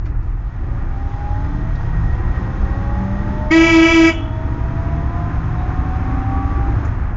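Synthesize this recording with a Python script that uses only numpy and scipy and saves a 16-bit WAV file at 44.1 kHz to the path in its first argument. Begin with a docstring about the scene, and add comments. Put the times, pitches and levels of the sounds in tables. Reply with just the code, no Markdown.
"""A pair of electric disc horns gives one loud blast during a ride in a small vehicle.
Tuned a few hertz apart, the horns throb, echo off the shop fronts and overload the microphone.
All along, air buffets the microphone, tyres rush and loose fittings tick now and then.
The vehicle slowly gathers speed, then eases off; its engine hum and gear whine swell
as they glide through resonances, the pitches at which the cabin and gearbox like to ring."""
import sys
import numpy as np
from scipy import signal
from scipy.fft import rfft, irfft, next_fast_len
from scipy.io import wavfile
from scipy.ndimage import uniform_filter1d, minimum_filter1d

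SR = 44100
rng = np.random.default_rng(int(sys.argv[2]) if len(sys.argv) > 2 else 0)


def master(y):
    """Save y as 16-bit WAV."""
    cut = np.clip(np.atleast_2d(y).T, -1, 1)
    pcm = np.round(cut * 32767)  # scale
    wavfile.write(sys.argv[1], SR, pcm.astype(np.int16))


N = 315756

# air on the microphone: t/s, buffeting/dB, boom/dB
WIND_LEVELS = [(0.0, -23, -23.5), (0.26, -18, -24.5), (0.52, -23.5, -30), (0.7, -22, -19.5),
               (0.86, -20, -28), (1.04, -22.5, -23), (2.13, -18.5, -20), (2.35, -19.5, -21),
               (2.49, -37, -21.5), (2.59, -15, -22.5), (2.75, -23, -20.5), (4.07, -25, -25),
               (4.4, -26.5, -20.5), (6.48, -24, -18.5), (6.76, -22, -15), (6.82, -42, -21),
               (6.88, -22.5, -17), (7.16, -22, -24.5)]
# road noise: t/s, body drone/dB, tyre rush/dB, hiss/dB
ROAD_LEVELS = [(0, -40, -44, -90), (.48, -42.5, -43, -65), (.68, -37, -39.5, -64.5),
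               (1.1, -39.5, -38.5, -58.5), (2.2, -33, -35, -56.5), (3.2, -30.5, -34.5, -55.5),
               (4.3, -33.5, -37, -59.5), (4.7, -30, -34.5, -58), (6, -33, -32, -56),
               (6.85, -31, -32.5, -57.5), (7.16, -35, -36, -66.5)]
# how each noise is spread from low to high pitch: f/Hz, level/dB
BUFFET_SPECTRUM = [(12, -14), (22, -3), (30, 0.5), (41, 0.5), (52, -5.5), (62, -6.5), (90, -37.5)]
BOOM_SPECTRUM = [(42, -12.5), (58, 1), (68, 1), (85, -4.5), (100, -3.5), (113, 0.5), (135, -19),
                 (200, -28.5), (400, -52)]
DRONE_SPECTRUM = [(90, -17), (150, 2), (220, -7), (280, -2), (340, -2.5), (400, -12.5), (500, -16),
                  (900, -44)]
TYRE_SPECTRUM = [(250, 2.5), (480, -9), (640, -2.5), (790, 1.5), (950, -1), (1200, -2.5), (1500, -4),
                 (1750, -7), (1920, -9), (2100, -12.5), (2600, -17.5), (3300, -34), (5000, -45)]
HISS_SPECTRUM = [(2000, -15.5), (3200, 6), (3900, 1), (4700, -4), (5200, 0), (5700, -5.5), (6400, -1.5),
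                 (7300, -14.5)]
RASP_SPECTRUM = [(600, -19.5), (2100, -4.5), (3300, -6.5), (3800, -27), (6000, -17.5), (7200, -21)]
# singing panels: f/Hz, level against the tyres/dB, shaft speed that shakes it most/Hz, half width/Hz
PANEL_NOTES = [(1225, -13.5, 73, 53), (1884, -9.5, 59, 14.3)]
# how fast the engine shaft turns: t/s, speed/Hz
SHAFT_SPEED = [(0, 39.1), (1, 44.3), (1.35, 46.3), (2.6, 60.05), (3.35, 67.4), (4.3, 70.6), (4.6, 72.4),
               (5.3, 78.1), (6.4, 87.6), (6.72, 89), (7.16, 80.1)]
# how hard the gears work: t/s, load/dB
GEAR_LOAD = [(0, -36), (.7, -3), (1.3, 0), (2.3, -1), (2.9, 1), (3.2, 4), (4.4, 1), (5.15, 1.5), (5.4, -5),
             (5.65, 0.5), (6.7, 1.5), (6.85, -17), (7.16, -16.5)]
# the hum and whine pitches, as multiples of the shaft speed
HUM_MULTIPLES, WHINE_MULTIPLES = (2, 3, 3.3, 4, 6), (9, 13.1, 18)
# each hum tone before the cabin and load shape it: level/dB
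HUM_LEVELS = (-27, -27, -35, -35.5, -37)
# each gear pair whines most at one speed: level/dB, shaft speed/Hz, half width/Hz
GEAR_PAIRS = [(-35.5, 78.6, 12.1), (-37, 99, 29.4), (-45, 55, 14)]
# cabin and gearbox resonances: f/Hz, half width/Hz, gain/dB
CABIN_RESONANCES = [(104, 14, -0.5), (158, 10, -2.5), (195.1, 4.5, 2), (257.7, 5, -9), (287, 12.1, 1)]
GEARBOX_RESONANCES = [(818.6, 20, 8)]
# loose fittings: t/s, level/dB, fade time/s, f/Hz, width/Hz
FITTING_TICKS = [(0.054, -58, .025, 5500, 2700), (0.055, -58, 0.011, 4560, 200),
                 (.058, -40, 0.022, 1600, 900), (0.227, -63, .01, 5000, 2500),
                 (1.445, -51, .008, 3960, 2000), (1.753, -47.5, 0.0086, 4200, 2100),
                 (1.82, -54, .009, 4800, 2400), (5.577, -54.5, 0.074, 3800, 150),
                 (6.85, -45.5, .013, 6900, 3400)]
# the tones in a horn's buzz: multiple of its pitch, upper horn/dB, lower horn/dB
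HORN_HARMONICS = [(1, -12, -15.5), (2, -25.5, -33), (3, -33, -30), (4, -33.5, -26), (5, -33, -34.5),
                  (6, -31.5, -26), (7, -19, -23), (8, -28.5, -29), (9, -42, -33.5), (10, -35.5, -37),
                  (11, -55.5, -48.5), (14, -50.5, -48.5), (15, -38.5, -42), (16, -46, -55),
                  (18, -47, -41.5), (20, -45.5, -53), (21, -48.5, -51), (22, -46, -53)]
# the disc flexes as its striker starts and stops: t/s, length/s, boost of the sixth harmonic/dB
DISC_FLEXES = [(3.539, 0.028, 11.5), (4.102, 0.0086, 7)]
# the steel discs' own notes: f/Hz, width/Hz, level/dB, time to fade by 60 dB/s
DISC_NOTES = [(2970, 120, -31.5, 0.41), (3380, 30, -36.5, 0.65)]


def undb(db):
    """Turn decibels into a factor to multiply by."""
    return 10 ** (np.asarray(db) / 20)


def unit(x):
    """Scale a signal to an average (rms) strength of 1."""
    return x / np.sqrt(np.mean(x ** 2) + 1e-18)


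def curves(rows):
    """Join a timed table's points with straight lines, one curve per column."""
    times, *columns = np.transpose(rows)
    return [np.interp(np.arange(N) / SR, times, column) for column in columns]


def wander(rate):
    """A smooth random wobble of size about 1 that picks a new value `rate` times a second."""
    step = max(int(SR / rate), 2)
    held = np.repeat(rng.standard_normal(N // step + 2), step)[rng.integers(step):][:N]
    return np.sqrt(2) * uniform_filter1d(uniform_filter1d(held, step), step)


def noise(spectrum):
    """Noise of strength 1, shaped by (f/Hz, level/dB) points and fading beyond them."""
    hz, db = np.transpose(spectrum)
    n = next_fast_len(N, real=True)
    f = np.arange(n // 2 + 1) * SR / n + 1e-3
    edges = np.minimum(f / hz[0], 1) * np.minimum(hz[-1] / f, 1)
    gain = undb(np.interp(np.log(f), np.log(hz), db)) * edges
    return unit(irfft(rfft(rng.standard_normal(n)) * gain, n)[:N])


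def noise_band(hz, width_hz):
    """Noise of strength 1 around one pitch; the narrower it is, the more it rings."""
    b, a = signal.iirpeak(hz, hz / width_hz, fs=SR)
    return unit(signal.lfilter(b, a, signal.lfilter(b, a, rng.standard_normal(N))))


def rough_tone(turns, rough=.3):
    """A tone with one wave per turn, shaky in level and timing."""
    angle = 2 * np.pi * turns
    return unit((1 + rough * wander(14)) * np.cos(angle) + rough * wander(14) * np.sin(angle))


def swell(hz, centre_hz, half_width_hz, steepness=2):
    """One resonance: gain 1 at its centre, less to either side."""
    return 1 / (1 + np.abs((hz - centre_hz) / half_width_hz) ** steepness)


def response(hz, resonances, floor_db):
    """How strongly a body with resonances answers when shaken at hz."""
    return undb(floor_db) + sum(undb(db) * swell(hz, centre, width) for centre, width, db in resonances)


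def linger(drive, fade_s):
    """Build up and die away like a ringing body, losing 60 dB in fade_s."""
    keep = np.exp(-np.log(1000) / (fade_s * SR))
    return signal.lfilter([1 - keep], [1, -keep], drive + 1e-18)


def wind():
    """Swirls of air buffet the microphone and set the air under the roof booming."""
    out = np.zeros(N)
    for db, spectrum in zip(curves(WIND_LEVELS), (BUFFET_SPECTRUM, BOOM_SPECTRUM)):
        swirls = noise(spectrum)
        # the airflow is steady, so the swirls keep a fairly even strength
        strength = np.sqrt(uniform_filter1d(swirls ** 2, size=SR // 8) + 1e-9)
        out += undb(db) * swirls / strength
    return out


def road(shaft_hz, turns):
    """The body drones, tyres rush and hiss, and two panels sing when the speed suits them."""
    drone_db, tyre_db, hiss_db = curves(ROAD_LEVELS)
    # every engine firing pushes a little extra noise through the body
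    firing = 1 + 0.076 * np.cos(2 * np.pi * turns)
    drone = undb(drone_db + 1.3 * wander(12)) * noise(DRONE_SPECTRUM)
    tyres = undb(tyre_db + .5 * wander(20)) * noise(TYRE_SPECTRUM)
    hiss = undb(hiss_db + 0.55 * wander(21)) * noise(HISS_SPECTRUM)
    panels = np.zeros(N)
    for hz, db, best_speed, width in PANEL_NOTES:
        shaking = swell(shaft_hz, best_speed, width, steepness=4)
        panels += undb(tyre_db + db) * shaking * noise_band(hz, width_hz=38)
    return firing * (drone + tyres + hiss) + panels


def engine(shaft_hz, turns):
    """One shaft drives a hum through the cabin and a whine through the gearbox."""
    load_db, = curves(GEAR_LOAD)
    hum, whine = np.zeros(N), np.zeros(N)
    for k, db in zip(HUM_MULTIPLES, HUM_LEVELS):
        cabin = response(k * shaft_hz, CABIN_RESONANCES, floor_db=-23)
        hum += undb(db) * cabin * rough_tone(k * turns)
    for k, (db, best_speed, width) in zip(WHINE_MULTIPLES, GEAR_PAIRS):
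        strength = undb(db + 2 * wander(5)) * swell(shaft_hz, best_speed, width)
        gearbox = response(k * shaft_hz, GEARBOX_RESONANCES, floor_db=-1)
        whine += strength * gearbox * rough_tone(k * turns)
    # the hum follows the load less than the whine does
    return undb(0.44 * load_db) * hum + undb(load_db) * whine


def rattles():
    """Loose fittings give short ticks, dry or with a thin ring."""
    t, out = np.arange(N) / SR, np.zeros(N)
    for start, db, fade_s, hz, width in FITTING_TICKS:
        burst = (t >= start) * np.exp(-np.abs(t - start) / fade_s)
        out += undb(db) * burst * noise_band(hz, width)
    return out


def horn_button(t, press_s=3.504, release_s=4.09, pitch_hz=330):
    """One press: the pitch scoops up as the discs get going and droops as they stop."""
    held, let_go = np.maximum(t - press_s, 0), np.maximum(t - release_s, 0)
    scoop_hz = 24.34 * np.exp(-held / .015)
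    droop_hz = 8 * np.minimum(let_go / .04, 1) ** 2
    drive = np.minimum(held / .0053, 1) * undb(-598.5 * let_go)  # snaps on, dies quickly
    return pitch_hz - scoop_hz - droop_hz, drive


def horns(apart_hz=4.52, in_step_s=3.57):
    """Two buzzing discs drift in and out of step; harmonic k throbs k times as fast."""
    t = np.arange(N) / SR
    hz, drive = horn_button(t)
    lead_turns = apart_hz * (t - in_step_s)
    # they share one power supply: when both pull at once, the pitch sags and they strike more softly
    sag = np.cos(2 * np.pi * lead_turns)
    upper_turns = np.cumsum(hz - 1.1 * sag + .5 * wander(45)) / SR
    flex = 1 + sum((undb(db) - 1) * np.exp(-((t - when) / length) ** 2)
                   for when, length, db in DISC_FLEXES)
    harmonic_gain = {6: flex, 7: undb(-2.2 * sag)}
    multiples, *levels = np.transpose(HORN_HARMONICS)
    buzz = np.zeros(N)
    for turns, harmonic_db in zip((upper_turns, upper_turns - lead_turns), levels):
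        # each striker keeps slightly uneven time
        chatter = .0018 * wander(200) + .004 * wander(30) + .011 * wander(10)
        for k in range(1, 23):
            offset = rng.random() * (k > 1)
            # passing walls make the high tones fade in and out
            fading_db = min(.12 * (k - 1), 2.2) * wander(14)
            gain = undb(np.interp(k, multiples, harmonic_db) + fading_db) * harmonic_gain.get(k, 1)
            buzz += gain * np.sqrt(2) * np.sin(2 * np.pi * (k * (turns + chatter) + offset))
    # the electric contacts rasp once a cycle, and the steel discs ring on at their own notes
    contact = 1 + .9 * np.cos(2 * np.pi * upper_turns)
    rasp = undb(-33.5) * linger(drive, fade_s=.32) * contact * noise(RASP_SPECTRUM)
    ring = sum(undb(db) * linger(drive, fade_s) * noise_band(note, width)
               for note, width, db, fade_s in DISC_NOTES)
    return linger(drive, fade_s=.03) * buzz + rasp + ring


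def street_echo(sound, fade_s=0.69, treble_fade_s=.22, echo_db=-17):
    """Shop fronts send back a short, blurred echo whose treble dies first."""
    t = np.arange(N) / SR
    body = noise([(200, -9), (600, -2), (2300, -13), (3400, -0.5), (3750, -13), (5000, -37.5)])
    treble = undb(-2) * noise([(3500, -12), (4200, 0), (7000, -1)])
    tail = body * undb(-60 * t / fade_s) + treble * undb(-60 * t / treble_fade_s)
    tail = (tail * (t > .012))[:SR]  # the echo starts 12 ms late
    tail /= np.abs(rfft(tail)[2000:3400]).mean()  # average gain of 1 from 2000 to 3400 Hz
    return sound + undb(echo_db) * signal.fftconvolve(sound, tail)[:N]


def scene():
    """The ride and the echoing horns meet at one microphone."""
    shaft_hz, = curves(SHAFT_SPEED)
    turns = np.cumsum(shaft_hz * (1 + .0018 * wander(9))) / SR
    ride = engine(shaft_hz, turns) + road(shaft_hz, turns) + wind() + rattles()
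    return (ride + street_echo(horns()))[None]


def record(dry, limit=1.0, ceiling=0.66, top_hz=7200):
    """A limiter turns the loudest moments down, the peaks flatten, and the highest treble is cut."""
    peak = -minimum_filter1d(-np.abs(dry), size=900)
    gain = uniform_filter1d(limit / np.maximum(peak, limit), size=700)
    limited = dry * gain
    flattened = limited / (1 + (limited / ceiling) ** 8) ** (1 / 8)
    treble_cut = signal.ellip(10, .2, 80, top_hz, fs=SR, output="sos")
    return signal.sosfilt(treble_cut, flattened)


dry = scene()
out = record(dry)
master(out)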